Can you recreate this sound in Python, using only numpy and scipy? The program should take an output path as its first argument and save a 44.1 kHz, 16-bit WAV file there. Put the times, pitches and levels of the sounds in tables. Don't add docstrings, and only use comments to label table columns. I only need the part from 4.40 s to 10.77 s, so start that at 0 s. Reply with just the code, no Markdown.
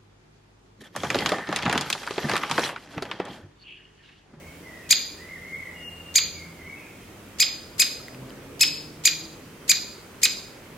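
import sys
import numpy as np
from scipy import signal
from scipy.fft import rfft, irfft
from scipy.io import wavfile
from scipy.ndimage import uniform_filter1d

SR = 44100
rng = np.random.default_rng(int(sys.argv[2]) if len(sys.argv) > 2 else 0)


def boost_factor(decibels):
    exponent = np.asarray(decibels, float) / 20
    return 10 ** exponent


def to_wav(s):
    ch = np.atleast_2d(s).T
    pcm = np.round(np.clip(ch, -1, 1) * 32767)
    wavfile.write(sys.argv[1], SR, pcm.astype(np.int16))


N = 280917
EDGE_HZ = 16050
SIDES = np.array([[.5], [-.5]])

# t/s when the pitch has risen, top f/Hz, arch length/ms,
# gape as level/dB of the 2nd partial, aim as level/dB of the higher partials
CHICK_CALLS = [
    (0.5092, 2439, 18.1, 5.5, -4.5),
    (1.7583, 2423, 24, 4.5, -6.5),
    (3.0029, 2492, 22.6, 5.5, -6.5),
    (3.399, 2523, 20.9, 4, -0.5),
    (4.2112, 2583, 20.4, 7.5, -3),
    (4.6551, 2456, 20.2, 3.5, -4.5),
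    (5.2964, 2466, 19.5, 3, -3.8),
    (5.834, 2491, 20.3, 3.5, -3),
]
# f/Hz, level/dB, left-right/dB
THROAT = [(1200, -10, 1), (2000, -1, 1), (2570, 3, 0), (3450, 2, -0.5), (4540, 2.5, 1), (4900, 3, -2.8),
          (5370, 0, 12), (6710, 10.5, 4), (7300, 3.5, 3.5), (8000, 5.5, 0.5), (9640, -4.5, 1),
          (13200, -2.5, -0.5), (15600, -22, -7)]
# delay/ms, level/dB, left-right/dB
TRUNK_ECHOES = [
    (3.113, -16.5, 10),
    (11.39, -12, 0),
    (19.01, -31.5, -30),
    (29., -44.5, 9),
    (41.26, -21, -0.5),
    (55.5, -19.5, 1),
]
# f/Hz, t/s
NEAR_FADE = [(1200, 0.32), (2500, 0.56), (5000, .55), (7500, 0.53), (13000, 0.59)]
# f/Hz, level/dB
NEAR_COLOURING = [(1200, 7), (2500, -0.68), (5000, 4), (7500, -2.5), (9500, -5), (14000, -2.5)]
# f/Hz, likeness/0..1
TAIL_LIKENESS = [(1200, .85), (2500, .82), (5000, 0.45), (8000, 0.088), (14000, .05)]
# t/s, length/s, from f/Hz, to f/Hz, level/dB
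SONG_GLIDES = [(.0, 0.053, 1900, 2214, -47), (0.049, 0.06, 2200, 2240, -46), (.22, .21, 2152, 1865, -43),
               (0.419, .07, 2750, 2460, -48), (.77, .1, 1688, 2060, -41.5), (.87, 0.083, 2080, 2106, -36),
               (.94, .04, 2110, 1870, -35), (1.01, .09, 1950, 2180, -38), (1.1, .1, 2070, 2160, -29.5),
               (1.2, .12, 2146, 1930, -37.5), (1.34, 0.08, 2900, 2810, -41.5),
               (1.408, 0.137, 2830, 2810, -38), (1.55, .19, 2804, 2795, -46),
               (1.93, .14, 2420, 2100, -41.5), (2.16, .07, 2252, 2040, -43.5), (2.23, .12, 2000, 2270, -37),
               (2.35, .04, 2300, 2660, -41.5), (2.39, .07, 2680, 2390, -46)]
# t/s, level/dB
ENGINE_LOUDNESS = [(0.0, -51), (.35, -60.5), (1.1, -56.5), (2.05, -50), (2.5, -60.5), (2.9, -55.5),
                   (3.1, -80), (3.65, -58.5), (3.84, -43), (4.0, -55.5), (4.3, -49), (4.7, -52),
                   (4.85, -45.5), (5.0, -59)]
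FIRING_LEVELS = [-1.5, -2, -14]
# t/s, peak level/dB, ring f/Hz, fade/ms
TWIG_TICKS = [
    (3.162, -40, 4500, 2.3),
    (3.6, -40.5, 1300, 6.),
    (3.683, -29.5, 2000, 2.1),
    (3.747, -33, 2498, 0.96),
    (3.897, -38.5, 4890, 1.73),
    (3.905, -34.5, 2996, 1.06),
]
# f/Hz, level/dB per Hz
AIR_SPECTRUM = [(15, -46), (26, -19), (40, -2.5), (58, 6.5), (100, -5), (170, -0.76), (300, -1),
                (500, -3.5), (750, -10), (1500, -11.5), (2300, -12.5), (4000, -20.5), (6500, -21.5),
                (16000, -26.5)]
# f/Hz, likeness/0..1
AIR_LIKENESS = [(25, 0.88), (60, .998), (130, 0.98), (290, 0.91), (640, 0.69), (1410, 0.47), (3100, 0.21),
                (6820, .03), (15000, .01)]
# f/Hz, level/dB
COVER_DEPTH = [(2300, 21.), (5000, 16.), (8000, 9.), (10500, 7.), (13500, 7.)]


def evened(x):
    return x / np.sqrt(np.mean(x ** 2) + 1e-20)


def read(points, hz, axis=1):
    table = np.transpose(points)
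    return np.interp(np.log(hz + 1), np.log(table[0] + 1), table[axis])


def add(mix, s, sound):
    part = mix[:, round(s * SR):][:, :sound.shape[1]]
    part += sound[:, :part.shape[1]]


def drift(length, smooth_s):
    span = int(smooth_s * SR)
    return evened(uniform_filter1d(uniform_filter1d(rng.standard_normal(length), span), span))


def pair(length, magnitude, likeness, size):
    hz = np.fft.rfftfreq(size, 1 / SR)[:, None]
    t = np.arange(4 * length // size + 5) * size / 4 / SR
    a, b, c, d = rng.standard_normal((len(t), len(hz), 4)).T
    same = np.clip(read(likeness, hz), -1, 1)
    left = a + 1j * b
    right = same * left + np.sqrt(1 - same ** 2) * (c + 1j * d)
    z = np.array([left, right]) * magnitude(hz, t)
    return signal.istft(z, nperseg=size, noverlap=size * 3 // 4)[1][:, :length]


def forest(x, decay, build_s):
    length = SR * 5 // 8
    clumps = boost_factor(1.2 * drift(length, .006))
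    build_up = 1 - np.exp(-np.arange(length) / SR / build_s)
    tail = pair(length, decay, TAIL_LIKENESS, size=256) * clumps * build_up
    return signal.fftconvolve(x, evened(tail) / np.sqrt(length), axes=1)


def chick(s, top_hz, length_ms, gape_db, aim_db):
    call_span = 4096
    start, top, fall_from, end = -.2, .4, .6, 1.6
    u = np.arange(start, end, 1000 / length_ms / SR)

    climb = .48 * (np.maximum(top - u, 0) / (top - start)) ** 2.87
    past = np.maximum(u - fall_from, 0) ** 2.8
    slide = .8 * past / (past + .66 ** 2.8)
    share = 1 - climb - slide
    hz = top_hz * share * (1 + .012 * drift(call_span, .0006)[:len(u)])
    phase = 2 * np.pi * np.cumsum(hz) / SR

    effort_db = 2.5 + np.interp(u, [start, 0.052, 1.02, end - .15, end], [-11.5, 0, 0, -9, -9 - 5])
    thinning_db = -0.41 * (length_ms - 20.1)

    rise = np.exp(-((u - .08) / 0.22) ** 2)
    fall = np.exp(-((u - 1.03) / 0.098) ** 2)
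    rise_db = 7 - .3 * aim_db
    fall_db = 10.5 - 1.6 * gape_db
    third_db = 0.95 - .8 * gape_db
    closing_db = -14 * (1 - share) * (u > top)
    breath_db = -32 + 31.5 * (1 - share)

    out = np.zeros((2, len(u)))
    for k, db in enumerate([0, gape_db, third_db, aim_db, aim_db, aim_db, aim_db], 1):
        pan_db = read(THROAT, k * hz, axis=2) - 1.13
        breathy = 1 + boost_factor(breath_db) * k ** 0.41 * rng.standard_normal(call_span)[:len(u)]
        flutter_db = (.9 + .22 * k) * drift(call_span, .002)[:len(u)]
        flutter_db = flutter_db - flutter_db.mean()
        lag = SIDES * k ** 1.58 * 0.083 * rng.choice([-1, 1])
        accent_db = (rise_db * rise + closing_db) * (k > 2) + fall_db * fall * (k == 2)
        level_db = db + accent_db + flutter_db + read(THROAT, k * hz) + SIDES * pan_db
        out += boost_factor(level_db) * breathy * np.sin(k * phase + lag) * (k * hz < EDGE_HZ)
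    out *= boost_factor(-24 + thinning_db + effort_db) * signal.windows.tukey(len(u), .06)
    return s + start * length_ms / 1000, out


def call_noise(call, lead_ms, db):
    lead, span = int(lead_ms * SR / 1000), 4096
    colour = uniform_filter1d(abs(rfft(call, span)) ** 2, size=110, axis=1) ** 0.39
    noise = evened(irfft(colour * rfft(rng.standard_normal((2, span))), span))
    length = lead + int(call.shape[1] * .8)
    swell_db = np.interp(np.arange(length), [0, lead * .55, lead * .85, length], [-6., -4., 5., 1.5])
    strength = boost_factor(db + swell_db) * np.sqrt(np.mean(call ** 2))
    return strength * noise[:, :length] * signal.windows.tukey(length, .04)


def near_wood(call):
    def decay(hz, t):
        return boost_factor(read(NEAR_COLOURING, hz) - 60 * t / read(NEAR_FADE, hz))

    wet = boost_factor(-9) * forest(call, decay, 0.0076)
    add(wet, 0, call)
    dull = signal.sosfilt(signal.butter(3, 8200., fs=SR, output="sos"), call)
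    for ms, db, pan_db in TRUNK_ECHOES:
        add(wet, ms / 1000, dull * boost_factor(db + SIDES * pan_db))
    return wet


def songbird():
    warble_hz, fade_s = 33.1, 0.92
    dry = np.zeros((1, N))
    unrest = 2.5 * drift(N, 0.0319)
    for s, length, from_hz, to_hz, db in SONG_GLIDES:
        t = np.arange(0, length, 1 / SR)
        hz = to_hz + (from_hz - to_hz) * np.exp(-2.6 * t / length)
        depth_hz = 19 if to_hz > 2700 else 58
        hz = hz + depth_hz * np.sin(2 * np.pi * warble_hz * t + unrest[round(s * SR):][:len(t)])
        swell = np.minimum(t / .03, 1) * boost_factor(db - 5 * t / length) * signal.windows.tukey(len(t), .1)
        add(dry, s, (swell * np.sin(2 * np.pi * np.cumsum(hz) / SR))[None])
    echoes = forest(dry, lambda hz, t: boost_factor(-60 * t / fade_s) + 0 * hz, 0.005)
    return boost_factor(-2.5) * dry + echoes[:, :N]


def engine():
    pull_s, lift_s, gone_s = 2.35, 4.83, 5.2
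    s, db = np.transpose(ENGINE_LOUDNESS)
    t = np.arange(N) / SR
    gain_hz = 31.2 * (np.clip(t, pull_s, lift_s) - pull_s)
    sag_hz = -21.5 * np.maximum(t - lift_s, 0)
    hz = 83.6 + gain_hz + sag_hz
    turns = np.cumsum(hz * (1 + 0.0058 * drift(N, .04))) / SR
    tones = np.zeros(N)
    for k, order_db in enumerate(FIRING_LEVELS, 1):
        fading_db = 2.2 * drift(N, 0.066)
        tones += boost_factor(order_db + fading_db) * np.sin(2 * np.pi * k * turns)
    leaving = np.clip((gone_s - t) / 0.11 + 1, 0, 1)
    return np.sqrt(2) * boost_factor(np.interp(t, s, db)) * tones * leaving


def ticks():
    out, t = np.zeros((2, N)), np.arange(800) / SR
    for s, db, hz, fade_ms in TWIG_TICKS:
        ring = np.sin(2 * np.pi * hz * t) * np.exp(-1000 * t / fade_ms)
        snap = 0.34 * rng.standard_normal((2, len(t))) * np.exp(-t / 0.0012)
        add(out, s, boost_factor(db) * (ring + snap))
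    return out


def air():
    def magnitude(hz, t):
        patches = rng.standard_normal((len(t), len(hz))).T
        patches = evened(uniform_filter1d(uniform_filter1d(patches, 9, 0), 18, 1))
        low = 1 / (1 + (hz / 1200.0) ** 2)
        lean_db = SIDES[:, :, None] * -1.4 / (1 + (360 / (hz + 1)) ** 2)
        pass_s = 3.9
        rumble_db = 2.5 * np.exp(-((t - pass_s) / .6) ** 2) + 0.26 * (t - pass_s)
        return boost_factor(lean_db + read(AIR_SPECTRUM, hz) + 0.96 * patches + low * rumble_db)

    t = np.arange(N) / SR
    insect_db = -69.5 + 3.7 * drift(N, .05)
    insect = boost_factor(insect_db) * np.sin(2 * np.pi * 3130 * t + 1.1 * drift(N, 0.0095))
    return boost_factor(-45) * evened(pair(N, magnitude, AIR_LIKENESS, size=1024)) + insect


def scene():
    mix = air() + engine() + songbird() + ticks()
    lead_ms = 18
    for row in CHICK_CALLS:
        s, call = chick(*row)
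        add(mix, s, near_wood(call))
        add(mix, row[0] - lead_ms / 1000, call_noise(call, lead_ms, -15.5))
    return mix


def shadow(x):
    hz, t, z = signal.stft(x, SR, nperseg=1024)
    power = (abs(z) ** 2).mean(0)
    power = uniform_filter1d(uniform_filter1d(power, size=7, axis=0), size=3, axis=1)
    level_db = 10 * np.log10(power + 1e-20)
    slope_db = 22 * np.log2(hz[:, None] + 1)
    loudest_db = level_db[hz > 4000].max(axis=0)
    cover_db = np.maximum.accumulate(level_db + slope_db, axis=0) - slope_db
    cover_db = cover_db - read(COVER_DEPTH, hz)[:, None]
    cover_db = np.maximum(cover_db, loudest_db - 32)
    spared = (hz[:, None] < 2300) | (loudest_db > loudest_db.max() - 8)
    return signal.istft(z * ((level_db > cover_db) | spared), SR, nperseg=1024)[1][:, :N]


def roll_off(x):
    return signal.sosfilt(signal.butter(12, 16800, fs=SR, output="sos"), x)


def record(dry):
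    cut = signal.sosfilt(signal.butter(2, 45., "high", fs=SR, output="sos"), dry)
    held = cut / (1 + abs(cut / .86) ** 6) ** (1 / 6)
    edge = signal.firwin(255, EDGE_HZ, window=("kaiser", 9), fs=SR)
    limited = signal.oaconvolve(held, edge[None], "same")
    return roll_off(shadow(limited))


dry = scene()
out = record(dry)
to_wav(out)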